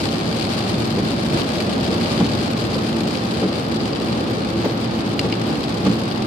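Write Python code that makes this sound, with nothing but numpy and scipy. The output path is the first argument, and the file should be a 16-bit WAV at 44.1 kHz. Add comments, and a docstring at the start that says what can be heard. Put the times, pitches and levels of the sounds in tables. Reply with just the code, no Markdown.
"""Rain pelts the windshield of a truck cab at highway speed: dense patter shaped by the glass, over spray hiss.
Fat drops crack (noise snap plus ringing pane modes); sparse faint noise grains lie at 9.5 to 14.6 kHz.
Wipers thud at each turn: noise bursts slap the glass and ring the cowl and dashboard.
Behind: wet-road roar (coloured noise), a gliding tyre drone (narrow noise band), engine hum (sines)."""
import sys
import numpy as np
from scipy import signal
from scipy.fft import rfft, irfft, next_fast_len
from scipy.io import wavfile
from scipy.ndimage import uniform_filter1d

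SR = 44100
rng = np.random.default_rng(int(sys.argv[2]) if len(sys.argv) > 2 else 0)


def store_pcm(level_fs):
    """Save levels as 16-bit WAV."""
    pcm = np.round(np.clip(level_fs, -1, 1) * 32767).astype(np.int16)
    wavfile.write(sys.argv[1], SR, np.atleast_2d(pcm).T)


N = 276066
TIME_S = np.arange(N) / SR
CUTOFF_HZ = 14600
ENGINE_FIRING_HZ = 112.24
RUMBLE_DB, WASH_DB = -23.5, -27
# wetter road, louder tyres: dB of roar per dB of rain
RUMBLE_DB_PER_RAIN_DB, WASH_DB_PER_RAIN_DB = 0.078, 0.013

# engine orders: multiple of firing rate, rms level/dB
ENGINE_ORDERS = [(1, -35), (2, -30), (3, -34)]
# roar swells over some stretches of road: centre t/s, half-length/s, rise/dB
ROAD_SWELLS = [(0.55, 0.19, 0.5), (1.364, 0.056, 3.5), (2.034, 0.45, 1.5), (2.725, 0.085, 0.3),
               (4.15, 0.15, 1.0), (5.5, 0.07, 1.1)]
# body rumble, relative spectrum: f/Hz, level/dB per Hz
RUMBLE_SPECTRUM = [(20, -69), (32, -36), (48, -20), (75, -7), (105, -6.5), (137, -1), (155, -2.6),
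                   (185, 0.7), (250, -2.5), (280, 0), (320, -4.5), (380, -8), (520, -19), (900, -65)]
# water thrown by the tyres, relative spectrum: f/Hz, level/dB per Hz
WASH_SPECTRUM = [(200, -17), (400, -2.5), (560, -3.5), (700, -6), (770, -3.5), (880, -9), (1000, -12),
                 (1200, -10), (1500, -14.5), (2200, -20), (4500, -21), (6000, -34.5), (15000, -91)]
# likeness of cab noise at the two microphones: f/Hz, correlation
MIC_CORRELATION = [(60, 0.93), (160, 0.98), (280, 0.76), (480, 0.72), (640, 0.02), (1100, 0.092),
                   (1450, -0.62), (2000, -0.26), (2700, 0.49), (4000, -0.15)]
# tyre drone sinking in pitch as a car draws past: t/s, f/Hz, rms level/dB
DRONE_GLIDE = [(0, 634, -49), (0.5, 623, -36.5), (0.9, 611, -47), (1.35, 594, -36), (2.0, 589.5, -32.5),
               (2.5, 577.5, -40.5), (3.2, 554.3, -40.5), (3.9, 528.3, -35.5), (5.0, 509, -46),
               (6.26, 502, -45)]
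# wiper turns: t/s, cowl boom level/dB, dashboard knock level/dB, slap level before FLOP_STAGES/dB
WIPER_TURNS = [(0.986, -20.5, -28, -38), (2.211, -16.5, -23, -31), (2.755, -22.5, -27, -44),
               (3.436, -18, -18, -34), (4.654, -20, -21, -29), (5.255, -22.5, -27, -34),
               (5.868, -13, -23.5, -27.5)]
# drag, flop, rebound of a blade: t from flop/s, level/dB, half-length/s
FLOP_STAGES = [(-0.024, -12.5, 0.036), (0, 2.5, 0.013), (0.05, -9.5, 0.016)]
# modes of the cowl under the wipers: f/Hz, level/dB, t60/s
COWL_MODES = [(125, -8, 0.23), (193.3, 8, 0.2), (223.3, 2.5, 0.21), (283.6, 4.5, 0.21)]
# dashboard modes: f/Hz, level/dB, t60/s
DASHBOARD_MODES = [(331, 2, 0.051), (421.5, -1, 0.095), (501, -10, 0.073)]
# rubber slap on wet glass, relative spectrum: f/Hz, level/dB per Hz
SLAP_SPECTRUM = [(400, -12), (700, -8), (830, 10), (920, -10), (1140, 2), (1300, -6), (1800, -8),
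                 (3000, -7), (6000, -17), (14000, -44)]
# fat drops: t/s, rms level over first 12 ms/dB, favoured f/Hz, fall to either side/dB per octave,
# left minus right/dB
FAT_DROPS = [(0.088, -33, 4200, 12, 6), (0.4105, -31, 4200, 4, 8), (1.4172, -30, 3500, 6, 9),
             (1.603, -27.5, 4510, -2, 5), (1.863, -32, 4200, 9, 4), (2.0585, -29, 3500, 11, 0),
             (2.619, -33.5, 4200, 0, 3), (3.153, -31, 2650, 4, 7), (3.1845, -36, 5500, 6, 7),
             (3.804, -33, 4200, 5, 7), (3.9325, -32.5, 4620, 7, 9), (3.959, -32, 4000, 7, 5),
             (4.128, -30.5, 3970, 6, 3), (5.193, -19.5, 4800, 0, 3), (5.3256, -25, 2300, 8, 4),
             (5.3385, -34, 3490, 4, 4), (5.638, -29, 4100, 27, 5), (6.1133, -34, 4200, 3, 6)]
# windshield modes: f/Hz, level/dB, t60/s
PANE_MODES = [(1950, -6, 0.0071), (2320, 2.5, 0.0082), (2890, 4, 0.0068), (3970, -2, 0.004),
              (4640, 4, 0.0053)]
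# snap of a bursting drop, relative spectrum: f/Hz, level/dB per Hz
SNAP_SPECTRUM = [(500, -9), (1500, -7), (2600, 4), (3900, 5), (5000, 6), (8000, 0), (13000, 8)]
# shower strength on the glass, gusts then easing: t/s, patter level/dB
RAIN_LEVEL = [(0, -28), (0.25, -32), (0.45, -28.5), (1.0, -32.5), (1.4, -29.5), (1.75, -31.5), (2.1, -29),
              (2.6, -32.0), (3.35, -32), (3.7, -34), (5.0, -35.5), (5.85, -33), (6.26, -35.5)]
# windshield at the left microphone, relative spectrum: f/Hz, level/dB per Hz
GLASS_LEFT = [(300, -5), (1000, -6.5), (1600, -2.5), (2050, -2), (2450, 0.5), (3800, 2.5), (4850, 4),
              (5400, -5), (6100, -10.5), (8000, -14), (9400, -17), (10600, -25), (14500, -27)]
# windshield at the right microphone, relative spectrum: f/Hz, level/dB per Hz
GLASS_RIGHT = [(300, -11.5), (1000, -1.5), (1600, -9), (2050, -8), (2500, -3.5), (3800, -5.5), (4800, -10),
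               (5800, -12), (8000, -11.5), (10000, -15.5), (12000, -20.5), (14500, -28)]


def from_db(db):
    """dB to amplitude ratio."""
    return 10 ** (np.asarray(db) / 20)


def rms_one(x):
    """Scales the whole array to rms 1."""
    return x / np.sqrt(np.mean(x ** 2) + 1e-20)


def in_time(rows):
    """Interpolates each column of a time table at every sample."""
    knots_s, *columns = np.transpose(rows)
    return [np.interp(TIME_S, knots_s, column) for column in columns]


def on_bins(points, size):
    """Reads a table over log frequency at the bins of an FFT."""
    hz, value = np.transpose(points)
    bins_hz = np.fft.rfftfreq(size, 1 / SR)
    return np.interp(np.log(bins_hz + 1), np.log(hz), value)


def colour(x, spectrum):
    """Causal minimum-phase filter with the given spectrum, by folding the cepstrum."""
    size = 2 * next_fast_len(x.shape[-1] // 2 + 4096)
    cepstrum = irfft(np.log(from_db(on_bins(spectrum, size))))
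    cepstrum[1:size // 2] *= 2
    cepstrum[size // 2 + 1:] = 0
    response = np.exp(rfft(cepstrum))
    return irfft(rfft(x, size) * response)[..., :x.shape[-1]]


def drift(knots_per_s):
    """Slow random curve, rms 1."""
    knots = rng.standard_normal(2000)
    return rms_one(np.interp(TIME_S * knots_per_s, np.arange(len(knots)), knots))


def steady(x):
    """Evens a noise to rms 1 over each eighth of a second, so that it rolls without lumps."""
    return x / np.sqrt(uniform_filter1d(np.mean(x ** 2, axis=0), size=SR // 8))


def ring(force, hz, t60_s):
    """One decaying mode, a two-pole resonator with gain 1 at its centre."""
    radius = np.exp(-np.log(1000) / (t60_s * SR))
    angle = 2 * np.pi * hz / SR
    poles = [1, -2 * radius * np.cos(angle), radius ** 2]
    return signal.lfilter([1, 0, -1], poles, force + 1e-18) * (1 - radius ** 2) / 2


def ring_modes(force, modes):
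    """Sum of a body's modes, each brought to its own level."""
    return sum(from_db(db) * rms_one(ring(force, hz, t60_s)) for hz, db, t60_s in modes)


def shaken(force, modes):
    """A panel rings with its modes; rms 1 over its loudest 1024 samples."""
    sound = ring_modes(force, modes)
    return sound / np.sqrt(uniform_filter1d(np.mean(sound ** 2, axis=0), size=1024).max())


def cab_noise(spectrum):
    """Diffuse stereo noise whose channel correlation varies with frequency; rms 1."""
    size = 2 * next_fast_len(N // 2 + 1)
    mid, side = rfft(rng.standard_normal((2, size)))
    alike = np.clip(on_bins(MIC_CORRELATION, size), -.99, .99)
    pair = np.sqrt(1 + alike) * mid + np.sqrt(1 - alike) * side * [[1], [-1]]
    return rms_one(colour(irfft(pair)[:, :N], spectrum))


def splat(crack_s, tail_db, tail_s, lag_s):
    """A sharp noise crack, one microphone lagging by lag_s, plus scattered cab echoes; energy 1 each."""
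    t = TIME_S[:SR // 25]
    crack = rng.standard_normal(len(t)) * np.exp(-t / crack_s)
    # positive lag delays the left, negative the right
    direct = np.array([np.interp(t - max(side * lag_s, 0), t, crack, left=0) for side in (1, -1)])
    echoes = rng.standard_normal((2, len(t))) * np.exp(-t / tail_s)
    both = direct + from_db(tail_db) * echoes
    return both / np.sqrt(np.sum(both ** 2, axis=1, keepdims=True))


def through_glass(x):
    """The windshield colours the sound differently at each microphone."""
    return np.array([colour(x[0], GLASS_LEFT), colour(x[1], GLASS_RIGHT)])


def engine(waver_db=1.93, wander_rad=0.68):
    """Steady cruise: low firing orders as sines, wavering in level and phase."""
    phase = 2 * np.pi * ENGINE_FIRING_HZ * TIME_S
    hum = 0
    for order, level_db in ENGINE_ORDERS:
        amplitude = np.sqrt(2) * from_db(level_db + waver_db * drift(9))
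        hum = hum + amplitude * np.sin(order * phase + wander_rad * drift(12))
    return hum


def road(sway_db=0.7, sway_knots_per_s=8):
    """The body rumbles over asphalt, tyres throw water; both rise slightly with the rain."""
    rain_db, = in_time(RAIN_LEVEL)
    wet_db = rain_db - rain_db.mean()
    swell_db = sum(rise_db * np.exp(-((TIME_S - s) / half_s) ** 2) for s, half_s, rise_db in ROAD_SWELLS)
    sway = sway_db * drift(sway_knots_per_s)
    rumble_db = RUMBLE_DB + RUMBLE_DB_PER_RAIN_DB * wet_db + swell_db + sway
    wash_db = WASH_DB + WASH_DB_PER_RAIN_DB * wet_db + swell_db
    rumble = from_db(rumble_db) * steady(cab_noise(RUMBLE_SPECTRUM))
    wash = from_db(wash_db) * steady(cab_noise(WASH_SPECTRUM))
    return rumble + wash


def drone(width_hz=110, apart_db=-3):
    """Tyre tread sings: a narrow noise band shifted to a gliding pitch."""
    pitch_hz, level_db = in_time(DRONE_GLIDE)
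    shared, left, right = rng.standard_normal((3, N)) + 1j * rng.standard_normal((3, N))
    noise = shared + from_db(apart_db) * np.array([left, right])
    lowpass = signal.butter(2, width_hz / 2, fs=SR, output="sos")
    band = signal.sosfilt(lowpass, noise)
    carrier = np.exp(2j * np.pi * np.cumsum(pitch_hz) / SR)
    return from_db(level_db) * steady(np.real(band * carrier))


def treble_grains(per_s=22, level_db=-62, spread_db=4, above_hz=9500):
    """Sparse faint high-band noise grains at random times, 9.5 to 14.6 kHz."""
    sizes = from_db(spread_db * np.clip(rng.standard_normal((2, N)), -2, 2))
    onsets = (rng.random(N) < per_s / SR) * sizes
    grain = splat(crack_s=0.0006, tail_db=-7, tail_s=0.0037, lag_s=0)
    grains = signal.oaconvolve(onsets, grain, axes=1)[:, :N]
    band = signal.butter(2, [above_hz, CUTOFF_HZ], "band", fs=SR, output="sos")
    return from_db(level_db) * rms_one(signal.sosfilt(band, grains))


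def wipers(apart_db=-12, rubber_hz=600):
    """At each turn blades drag, flop, rebound: rubber slaps the glass, shakes cowl and dashboard."""
    out = np.zeros((2, N + SR))
    t = TIME_S[:SR // 2] - .1  # flop at 0
    rubber = signal.butter(2, rubber_hz, fs=SR, output="sos")
    contact = sum(from_db(db) * np.exp(-((t - s) / half_s) ** 2) for s, db, half_s in FLOP_STAGES)
    for s, boom_db, knock_db, slap_db in WIPER_TURNS:
        shake = rng.standard_normal(len(t)) + from_db(apart_db) * rng.standard_normal((2, len(t)))
        force = signal.sosfilt(rubber, shake * contact)
        boom = from_db(boom_db) * shaken(force, COWL_MODES)
        knock = from_db(knock_db) * shaken(force, DASHBOARD_MODES)
        hiss = rms_one(colour(rng.standard_normal((2, len(t))), SLAP_SPECTRUM))
        slap = from_db(slap_db) * contact * hiss
        start = round((s + t[0]) * SR)
        out[:, start:start + len(t)] += boom + knock + slap
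    return out[:, :N]


def fat_drops(snap_db=-0.5, echoes_db=-15, echoes_s=0.0043):
    """Heavy drops snap and knock the pane; where one lands decides which modes it favours."""
    out = np.zeros((2, N + SR))
    t = TIME_S[:SR // 25]
    for s, level_db, pitch_hz, fall_db, pan_db in FAT_DROPS:
        snap = colour(splat(crack_s=0.0012, tail_db=-3, tail_s=0.0042, lag_s=0), SNAP_SPECTRUM)
        echoes = rng.standard_normal((2, len(t))) * np.exp(-t / echoes_s)
        blow = (t == 0) + from_db(echoes_db) * echoes
        knock = ring_modes(blow, PANE_MODES)
        spot = [(pitch_hz * 2. ** octave, -fall_db * abs(octave)) for octave in (-2, 0, 2)]
        hit = through_glass(colour(rms_one(knock) + from_db(snap_db) * rms_one(snap), spot))
        onset = hit[:, :round(.012 * SR)]
        hit = hit / np.sqrt(np.mean(onset ** 2, axis=1, keepdims=True))
        start = round(s * SR)
        out[:, start:start + len(t)] += from_db(level_db + pan_db * np.array([[.5], [-.5]])) * hit
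    return out[:, :N]


def patter(per_s, spread_db, largest, flurry_db, spots=24):
    """Drops of all sizes land in flurries on spots across the glass, each with its own splat."""
    lands = rng.random(N) < per_s * from_db(flurry_db * drift(25)) / SR
    sizes = from_db(spread_db * np.minimum(rng.standard_normal(N), largest))
    spot = rng.integers(0, spots, N)
    out = np.zeros((2, N))
    for k, lag_s in enumerate(np.linspace(-.0004, .0004, spots)):
        response = splat(crack_s=0.00041, tail_db=-7.5, tail_s=0.0053, lag_s=lag_s)
        hits = lands * sizes * (spot == k)
        out += signal.oaconvolve(hits[None], response, axes=1)[:, :N]
    return rms_one(through_glass(out))


def rain(drops_per_s=2100, spray_db=-11):
    """Patter follows the shower in level and drop density; fine spray hisses between the drops."""
    level_db, = in_time(RAIN_LEVEL)
    density = from_db(level_db - level_db.mean())
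    drops = patter(drops_per_s * density, spread_db=11.0, largest=1.9, flurry_db=2.04)
    # flurries even out over a fifth of a second
    evened = drops / np.sqrt(uniform_filter1d(np.mean(drops ** 2, axis=0), size=SR // 5))
    spray = rms_one(through_glass(rng.standard_normal((2, N))))
    return from_db(level_db) * (evened + from_db(spray_db) * spray)


def scene():
    """All layers as heard from behind the windshield."""
    return engine() + road() + drone() + treble_grains() + wipers() + fat_drops() + rain()


def record(dry):
    """The microphones shed the deepest rumble; the top is cut steeply."""
    highpass = signal.butter(4, 40, "high", fs=SR, output="sos")
    lowpass = signal.ellip(10, .2, 80, CUTOFF_HZ, fs=SR, output="sos")
    return signal.sosfilt(lowpass, signal.sosfilt(highpass, dry))


dry = scene()
out = record(dry)
store_pcm(out)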